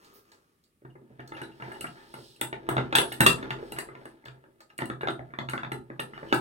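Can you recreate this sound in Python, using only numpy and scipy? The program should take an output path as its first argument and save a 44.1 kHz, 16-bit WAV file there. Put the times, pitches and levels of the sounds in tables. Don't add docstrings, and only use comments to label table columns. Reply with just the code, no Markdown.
import sys
import numpy as np
from scipy import signal
from scipy.fft import rfft, irfft, next_fast_len
from scipy.io import wavfile
from scipy.ndimage import uniform_filter1d

SR = 44100
rng = np.random.default_rng(int(sys.argv[2]) if len(sys.argv) > 2 else 0)


def waveform_to_disk(signal):
    frames = np.transpose(np.atleast_2d(signal))
    scaled = np.clip(frames, -1, 1) * 32767
    samples = np.round(scaled).astype(np.int16)
    wavfile.write(sys.argv[1], SR, samples)


N = 282636
HIT = 8192

# pitch_hz, width_hz, level_db
BENCH_MODES = [(49.35, 15, -10), (82, 9.1, -14.5), (133.3, 7.7, 6.5), (158.6, 24, -3.5), (226, 25, -2),
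               (258.8, 21, -1.5), (332, 55, 3), (369, 28, -1), (407.7, 30, -8), (533, 52, -9.5)]
# pitch_hz, width_hz, level_db
VISE_MODES = [(580, 30, -17.5), (702, 36, 3.5), (810, 60, -2.5), (887.7, 49, 11), (993, 50, 2),
              (1149, 24, -11), (1318, 180, 5), (1510, 310, 0), (1651, 76, 1.5), (1760, 220, -17),
              (1992, 96, -8), (2050, 37, -26)]
# freq_hz, level_db
EDGE_SPECTRUM = [(1500, -36.5), (2350, -7), (2750, 2.5), (3150, -6), (3580, 2), (3850, -3.5), (4150, -13.5),
                 (4500, -14), (5600, -31), (6550, -23), (7500, -27.5), (16000, -42)]
# freq_hz, level_db
TICK_SPECTRUM = [(2000, -23.5), (4400, 10.5), (5700, -5), (6600, -1), (7700, 2.5), (9300, -6.5),
                 (10000, -7.5), (11800, -17), (13200, -6.5), (16000, -5.5)]
# time_s, level_db
HAND_EFFORT = [(0.801, -79), (1.05, -69), (1.3, -55), (1.5, -60.5), (1.77, -53), (2.35, -66),
               (2.591, -55.5), (2.78, -38), (2.88, -47), (3.14, -50.5), (3.44, -40.5), (3.7, -51),
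               (4.08, -57.5), (4.72, -74), (5.0, -65), (5.56, -60), (5.88, -64), (6.4, -44.5)]


def undb(db):
    return 10 ** (np.asarray(db) / 20)


def unit(x):
    return x / np.sqrt(np.mean(x ** 2))


def add(track, start_s, x):
    start = max(int(start_s * SR), 0)
    part = x[:max(N - start, 0)]
    track[start:start + len(part)] += part


def fader(curve):
    time_s, level_db = np.transpose(curve)
    return undb(np.interp(np.arange(N) / SR, time_s, level_db, left=-120, right=-120))


def along(points, size):
    hz, value = np.transpose(points)
    return np.interp(np.log(np.fft.rfftfreq(size, 1 / SR) + 1), np.log(hz), value)


def colour(points, size=HIT):
    cepstrum = irfft(np.log(undb(along(points, size))), size)
    cepstrum[1:size // 2] *= 2
    cepstrum[size // 2 + 1:] = 0
    return np.exp(rfft(cepstrum))


def resonances(modes):
    s = 1j * np.fft.rfftfreq(HIT, 1 / SR)
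    return sum(undb(db) * width * s / (s * s + width * s + hz * hz) for hz, width, db in modes)


def strike(response, decay_ms, rise_ms=0.65, grain_db=3):
    ms = np.arange(HIT) / SR * 1000
    push, size = rng.standard_normal((2, HIT))
    envelope = np.exp(-ms / max(decay_ms, .5)) * (1 - np.exp(-ms / rise_ms))
    force = push * undb(grain_db * size) * envelope
    ring = irfft(rfft(force) * response)
    return ring / np.sqrt(np.mean(ring[:int(.012 * SR)] ** 2))


def slide(response, decay_ms):
    return strike(response, decay_ms, rise_ms=1.1, grain_db=3.5)


def friction(response, slips_per_s, spread_db):
    slips = rng.random(N) < slips_per_s / SR
    sizes = undb(spread_db * np.minimum(rng.exponential(size=N), 4))
    force = slips * sizes * rng.choice([-1, 1], N)
    return unit(signal.oaconvolve(force, irfft(response))[:N])


def stereo_noise(size):
    # freq_hz, correlation
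    likeness = [(100, 0.84), (350, 0.9), (900, 0.022), (3000, 0.067), (8000, .05)]
    like = np.clip(along(likeness, size), 0, 1)
    mid, side = rfft(rng.standard_normal((2, size)))
    return (mid * np.sqrt(1 + like) + np.array([[1], [-1]]) * side * np.sqrt(1 - like)) / np.sqrt(2)


def even(response):
    spectrum, hz = rfft(response), np.fft.rfftfreq(len(response), 1 / SR)
    power = np.abs(spectrum) ** 2
    hump_db = 10 * np.log10(uniform_filter1d(power, size=21) / uniform_filter1d(power, size=301))
    return irfft(spectrum * colour(np.transpose([hz + 1, -hump_db]), len(response)))


def room(dry, wet_db, build_ms=0.33):
    # centre_hz, t60_s
    decay_times = [(100, 0.39), (300, 0.35), (800, 0.27), (2000, 0.14), (5000, 0.2), (9000, 0.21),
                   (15000, 0.14)]
    centres, t60s = np.transpose(decay_times)
    size = 2 * HIT
    t, hz = np.arange(size) / SR, np.fft.rfftfreq(size, 1 / SR)
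    noise, tail = stereo_noise(size), np.zeros((2, size))
    for share, t60 in zip(np.eye(len(centres)), t60s):
        band = np.interp(np.log(hz + 1), np.log(centres), share)
        tail += irfft(noise * band) * np.exp(-np.log(1000) * t / t60)
    tail *= 1 - np.exp(-1000 * t / build_ms)
    response = undb(wet_db) * unit(tail) / np.sqrt(size)
    response[:, 0] += 1
    return signal.oaconvolve(dry[None], np.array([even(side) for side in response]), axes=1)[:, :N]


def room_tone(size, level_db=-73):
    # freq_hz, level_db
    spectrum = [(15, -35.5), (25, -18.5), (55, -4), (223, -1.5), (394, -8), (714, -19.5), (1040, -24.5),
                (1190, -13), (1610, -26.5), (1790, -17.5), (6380, -29), (9320, -21.5), (14800, -27.5),
                (16000, -26.5)]
    noise = irfft(stereo_noise(size) * undb(along(spectrum, size)), size)
    return undb(level_db) * unit(noise[:, :N])


def skin_brush(start_s=.132, level_db=-62):
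    out, skin = np.zeros(N), colour([(2000, -14), (4500, 2), (7000, -10), (14000, 5)])
    add(out, start_s, undb(level_db) * strike(skin, decay_ms=30, rise_ms=16))
    return out


def sleeve_rustle(trim_db=-1):
    # time_s, level_db
    carry = [(0.0, -60), (0.192, -62.5), (0.228, -78), (0.254, -66.5), (0.346, -67), (0.368, -70.5),
             (0.8, -89.5)]
    # freq_hz, level_db
    cloth = [(40, -17.5), (130, -11), (250, -7), (380, 2.5), (620, -12), (950, -12), (1220, -3),
             (1650, -10), (2900, -16.5), (5000, -19.5), (16000, -28.5)]
    return undb(trim_db) * fader(carry) * friction(colour(cloth), slips_per_s=2400, spread_db=3.8)


def screw_hiss():
    # peak_s, level_db, half_length_s
    turns = [(1.39, -80, 0.055), (1.83, -65, 0.29), (2.24, -60.5, 0.13), (3.114, -56.5, .05),
             (3.672, -65.5, 0.091), (4.03, -75, .1), (5.562, -69, 0.049), (6.351, -68.5, 0.24)]
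    # freq_hz, level_db
    thread = [(2000, -16.5), (3200, 1.5), (4200, 2.5), (5200, -2), (6500, -13), (8300, -2.5), (9500, -14.5),
              (10700, -6), (12000, -15.5), (16000, -13.5)]
    t = np.arange(N) / SR
    swell = sum(undb(db) * np.exp(-((t - peak_s) / half_s) ** 2) for peak_s, db, half_s in turns)
    return swell * friction(colour(thread), slips_per_s=6000, spread_db=2)


def rubbing(rumble_db=-4, scrape_db=-9):
    # start_s, level_db, decay_ms
    shuffles = [(.047, -66, 2.6), (.317, -60, 11), (1.364, -45.5, 48), (1.425, -51, 17), (1.635, -51.5, 75),
                (1.843, -60, 8.4), (1.97, -55.5, 92), (2.962, -26, 23), (3.21, -31, 12), (3.762, -43.5, 35),
                (4.604, -54, 6.8), (4.7, -56.5, 6), (4.805, -39, 6.5)]
    bench_eq = colour([(70, 2), (100, -7.5), (130, -6.5), (400, -1), (600, -6.5), (3000, -26)])
    jaws_eq = colour([(3500, 5.5), (7000, -6)])
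    bench = resonances(BENCH_MODES) * bench_eq
    jaws = (resonances(VISE_MODES) + undb(-26) * colour(EDGE_SPECTRUM)) * jaws_eq
    rumble = undb(rumble_db) * friction(bench, slips_per_s=600, spread_db=5.5)
    scrape = undb(scrape_db) * friction(jaws, slips_per_s=900, spread_db=3.8)
    out = fader(HAND_EFFORT) * (rumble + scrape)
    for start_s, db, decay_ms in shuffles:
        add(out, start_s, undb(db) * slide(jaws, decay_ms))
    return out


def squeaks(width_hz=48):
    # start_s, pitch_hz, level_db, decay_ms
    drags = [(0.899, 2850, -70, 7), (1.201, 2870, -59, 3.8), (1.33, 10530, -65, 45),
             (1.346, 2810, -51.5, 13), (1.431, 3940, -54.5, 9.9), (1.515, 2810, -64, 7),
             (1.621, 2830, -52.5, 2), (1.741, 2880, -57, 14), (1.867, 2824, -48, 5.3),
             (2.972, 10520, -36, 40), (3.505, 2800, -43, 1.7), (4.693, 2800, -66.5, 8),
             (6.136, 2904, -57, 35), (6.284, 2920, -55, 47)]
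    out = np.zeros(N)
    for start_s, hz, db, decay_ms in drags:
        add(out, start_s, undb(db) * slide(resonances([(hz, width_hz, 0)]), decay_ms))
    return out


def ticks():
    # start_s, level_db
    touches = [(0.045, -60.5), (.317, -60.5), (0.638, -69), (1.275, -55.5), (2.985, -36.5), (3.264, -25.5),
               (3.504, -53), (4.253, -57.5), (4.604, -59), (5.532, -55), (6.329, -42.5)]
    out, bright = np.zeros(N), colour(TICK_SPECTRUM)
    for start_s, db in touches:
        add(out, start_s, undb(db) * strike(bright, decay_ms=5.5))
    return out


def bar_band(low_hz, high_hz, detune=0.0027, finger_width_hz=40):
    # pitch_hz, width_hz, level_db
    bar_modes = [(2840, 11, 5.5), (2700, 27, -10.5), (4025, 36, -6.5), (8330, 71, 8.5), (8190, 43, -9.5),
                 (7820, 27, 0.5), (10600, 40, -16), (10640, 110, 12.5), (11450, 69, 4), (9950, 77, -4.5),
                 (14470, 200, -11.5), (15800, 220, -3), (14630, 360, -11)]
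    shifts = 1 + detune * rng.standard_normal(len(bar_modes))
    return resonances([(hz * shift, width + finger_width_hz, db)
                       for (hz, width, db), shift in zip(bar_modes, shifts) if low_hz <= hz < high_hz])


def handle_clinks(contact_db=-8):
    # start_s, level_db, hardness_db
    clinks = [(1.416, -57, -9), (1.72, -61.5, -6), (1.8081, -45, -4), (2.14, -59, -4), (2.361, -67.5, -7.5),
              (2.411, -40, 10), (2.69, -49, 12.5), (2.954, -32, 6.5), (2.984, -38, 3), (3.123, -45.5, -5.5),
              (3.205, -37, 20), (3.215, -38.5, 9.5), (3.264, -28, -1), (3.72, -49, -5.5), (3.786, -43, -3),
              (4.054, -62, -4), (4.779, -50.5, 1), (4.855, -53.5, -1), (5.016, -65, -15),
              (5.103, -59.5, -2), (5.496, -49, -5.5), (5.719, -52, -9.5), (5.999, -46.5, -7),
              (6.342, -46, 5)]
    # low_hz, high_hz
    bands = [(2000, 5000), (7000, 9200), (9200, 13000), (13000, 17000)]
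    # level_db, db_per_hardness_db
    shares = [(-1.5, -0.86), (1.5, 0.4), (1.5, 0.08), (-8.5, 0.86)]
    # start_s, level_db
    landings = [(2.954, -28), (3.206, -28), (3.263, -18.5)]
    # pitch_hz, width_hz, level_db
    spindle_modes = [(2560, 30, -12), (2723, 20, 0), (3595, 45, -11), (3899, 25, -13)]
    out, bright = np.zeros(N), colour(TICK_SPECTRUM)
    for start_s, db, hard_db in clinks:
        add(out, start_s, undb(db + contact_db) * strike(bright, decay_ms=5))
        for band, (share_db, per_hardness) in zip(bands, shares):
            ring = strike(bar_band(*band), decay_ms=2.5)
            add(out, start_s, undb(db + share_db + per_hardness * hard_db) * ring)
    for start_s, db in landings:
        add(out, start_s, undb(db) * strike(resonances(spindle_modes), decay_ms=3.6))
    return out


def jostles(per_s=6, offset_db=-2, spread_db=2.5):
    time_s, effort_db = np.transpose(HAND_EFFORT)
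    first_s, last_s = time_s[0], time_s[-1]
    count = int((last_s - first_s) * per_s)
    jitter, size, weight, hardness = rng.standard_normal((count, 4)).T
    starts = np.clip(first_s + (np.arange(count) + 1 + jitter / 2) / per_s, first_s, last_s)
    levels = np.interp(starts, time_s, effort_db) + offset_db + spread_db * size
    return list(zip(starts, levels, spread_db * weight, spread_db * hardness))


def jaw_knocks(paths=5, medium_db=-34.5, dull_db=-7, mode_spread_db=3.5):
    # start_s, level_db, extra_thud_db, extra_edge_db
    blows = [(.82, -72, 11, 0), (.85, -53.5, 6.5, 5), (.886, -73, 8, -4), (.955, -58, 7.5, -8),
             (1.019, -81, 19, -5), (1.103, -80.5, 19.5, -5), (1.194, -45, 1, 0), (1.32, -41, 1, 1),
             (1.337, -54, 0, 1), (1.416, -40, 2, 0), (1.6, -45.5, -3, 4), (1.623, -40.5, 0, -15),
             (1.679, -47, 5.5, -10), (1.717, -41.5, -16, -12), (1.759, -49, -7, -7), (1.811, -46.5, 1, 5),
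             (1.843, -35, -1.5, -19), (1.874, -58, -5, 3), (2.14, -43, -1.5, 5), (2.188, -57, 8, 6),
             (2.413, -32, 0.5, 12), (2.528, -35.5, 2.5, 5.5), (2.689, -28, 6, -2.5),
             (2.767, -27.5, 5, -0.5), (2.78, -29, 1.5, 1.5), (2.926, -29.5, 1.5, 4.5),
             (2.952, -18.5, -5.5, 4), (2.985, -25, 4.5, 11), (3.119, -38, 0, 9.5), (3.206, -19, 5, -4.5),
             (3.233, -30, 6, -7), (3.263, -16, 3.5, 2.5), (3.428, -40.5, -2.5, 9),
             (3.506, -31.5, -1.5, 5.5), (3.627, -53, 13.5, -16), (3.722, -43, 3, -3),
             (3.785, -33.5, -3, -9), (3.888, -46.5, 2, -20.5), (3.952, -48, -2.5, 8.5),
             (4.055, -46, 0.5, 1), (4.257, -47, -5, 15), (4.283, -47.5, -3, 16), (4.44, -59.5, 1, 13.5),
             (4.789, -35.5, -1, 4), (4.82, -33.5, 4, 2.5), (4.9, -35, 2, 2), (5.01, -39, -4, 6.5),
             (5.033, -33, 7, -12), (5.073, -30, -7, 0.5), (5.085, -30.5, 2.5, 6), (5.193, -47.5, 8, 2.5),
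             (5.338, -42, -4, -1.5), (5.388, -33, 2, 6), (5.488, -36, -2.5, 8.5), (5.535, -30.5, -0.5, -12),
             (5.578, -35, -20, 5), (5.633, -35.5, -3, 3), (5.648, -42, -2, 9), (5.718, -34, 4, -1.5),
             (5.749, -50, 7, 2), (5.902, -46.5, 7, -3), (5.995, -32.5, -1.5, 7.5), (6.135, -46, -4, -14.5),
             (6.178, -43, -8, 2.5), (6.23, -45.5, 6, -5), (6.326, -20, 5.5, -4)]
    # time_s, chatter_decay_ms, clear_modes_db
    grip = [(1.6, 4.6, 14), (2.4, 2.9, -2), (3.3, 3, 1), (4.8, 2.02, -3.5)]
    grip_s, grip_ms, grip_db = np.transpose(grip)
    damping = colour([(150, -18), (500, 5), (2200, 7), (3200, -25.5), (5000, -24.5), (16000, -41)])
    cushion = colour([(25, -21), (70, 4.5), (100, -6.5), (130, 3.5), (550, 0),
                      (1500, -14.5), (6000, -43.5)])
    vise = np.array([resonances([mode]) * damping for mode in VISE_MODES])
    bench = resonances(BENCH_MODES) * cushion
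    edge = colour(EDGE_SPECTRUM)
    tracks = np.zeros((paths, N))
    for k, (start_s, db, extra_thud_db, extra_edge_db) in enumerate(blows + jostles()):
        thud_db = db - 6 - 0.24 * (db - medium_db) + extra_thud_db
        edge_db = db - 15.5 + 0.59 * (db - medium_db) + extra_edge_db
        chatter_ms = np.interp(start_s, grip_s, grip_ms)
        clear_db = np.interp(start_s, grip_s, grip_db)
        mode_gains = undb(mode_spread_db * rng.standard_normal(len(vise)))
        clack = undb(clear_db) * (mode_gains @ vise) + undb(dull_db) * damping
        track = tracks[k % paths]
        add(track, start_s - .001, undb(db) * strike(clack, chatter_ms))
        add(track, start_s - .0005, undb(edge_db) * strike(edge, 0.89 * chatter_ms))
        add(track, start_s - .002, undb(thud_db) * strike(bench, 1.4 * chatter_ms))
    return tracks


def scene(left_lag_samples=14):
    # freq_hz, left_minus_right_db
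    side_colour = [(80, -4), (250, 0), (600, 0.5), (2500, 2), (5000, -5), (9500, 4.5), (14500, -5.5)]
    size = next_fast_len(N, True)
    bed = room_tone(size)
    steel = room(handle_clinks() + ticks() + squeaks(), wet_db=0.5)
    hands = room(rubbing() + screw_hiss() + sleeve_rustle() + skin_brush(), wet_db=0.5)
    knocks = sum(room(track, wet_db=1) for track in jaw_knocks())
    left, right = steel + hands + knocks
    left = np.pad(left, (left_lag_samples, 0))[:N]
    lean_db = np.array([[1], [-1]]) * along(side_colour, size) / 2
    spectra = rfft(np.array([left, right]), size) * undb(lean_db)
    return irfft(spectra, size)[:, :N] + bed


def record(dry):
    top_hz = 15900
    return signal.sosfilt(signal.ellip(8, .2, 70, top_hz, fs=SR, output="sos"), np.tanh(dry))


dry = scene()
out = record(dry)
waveform_to_disk(out)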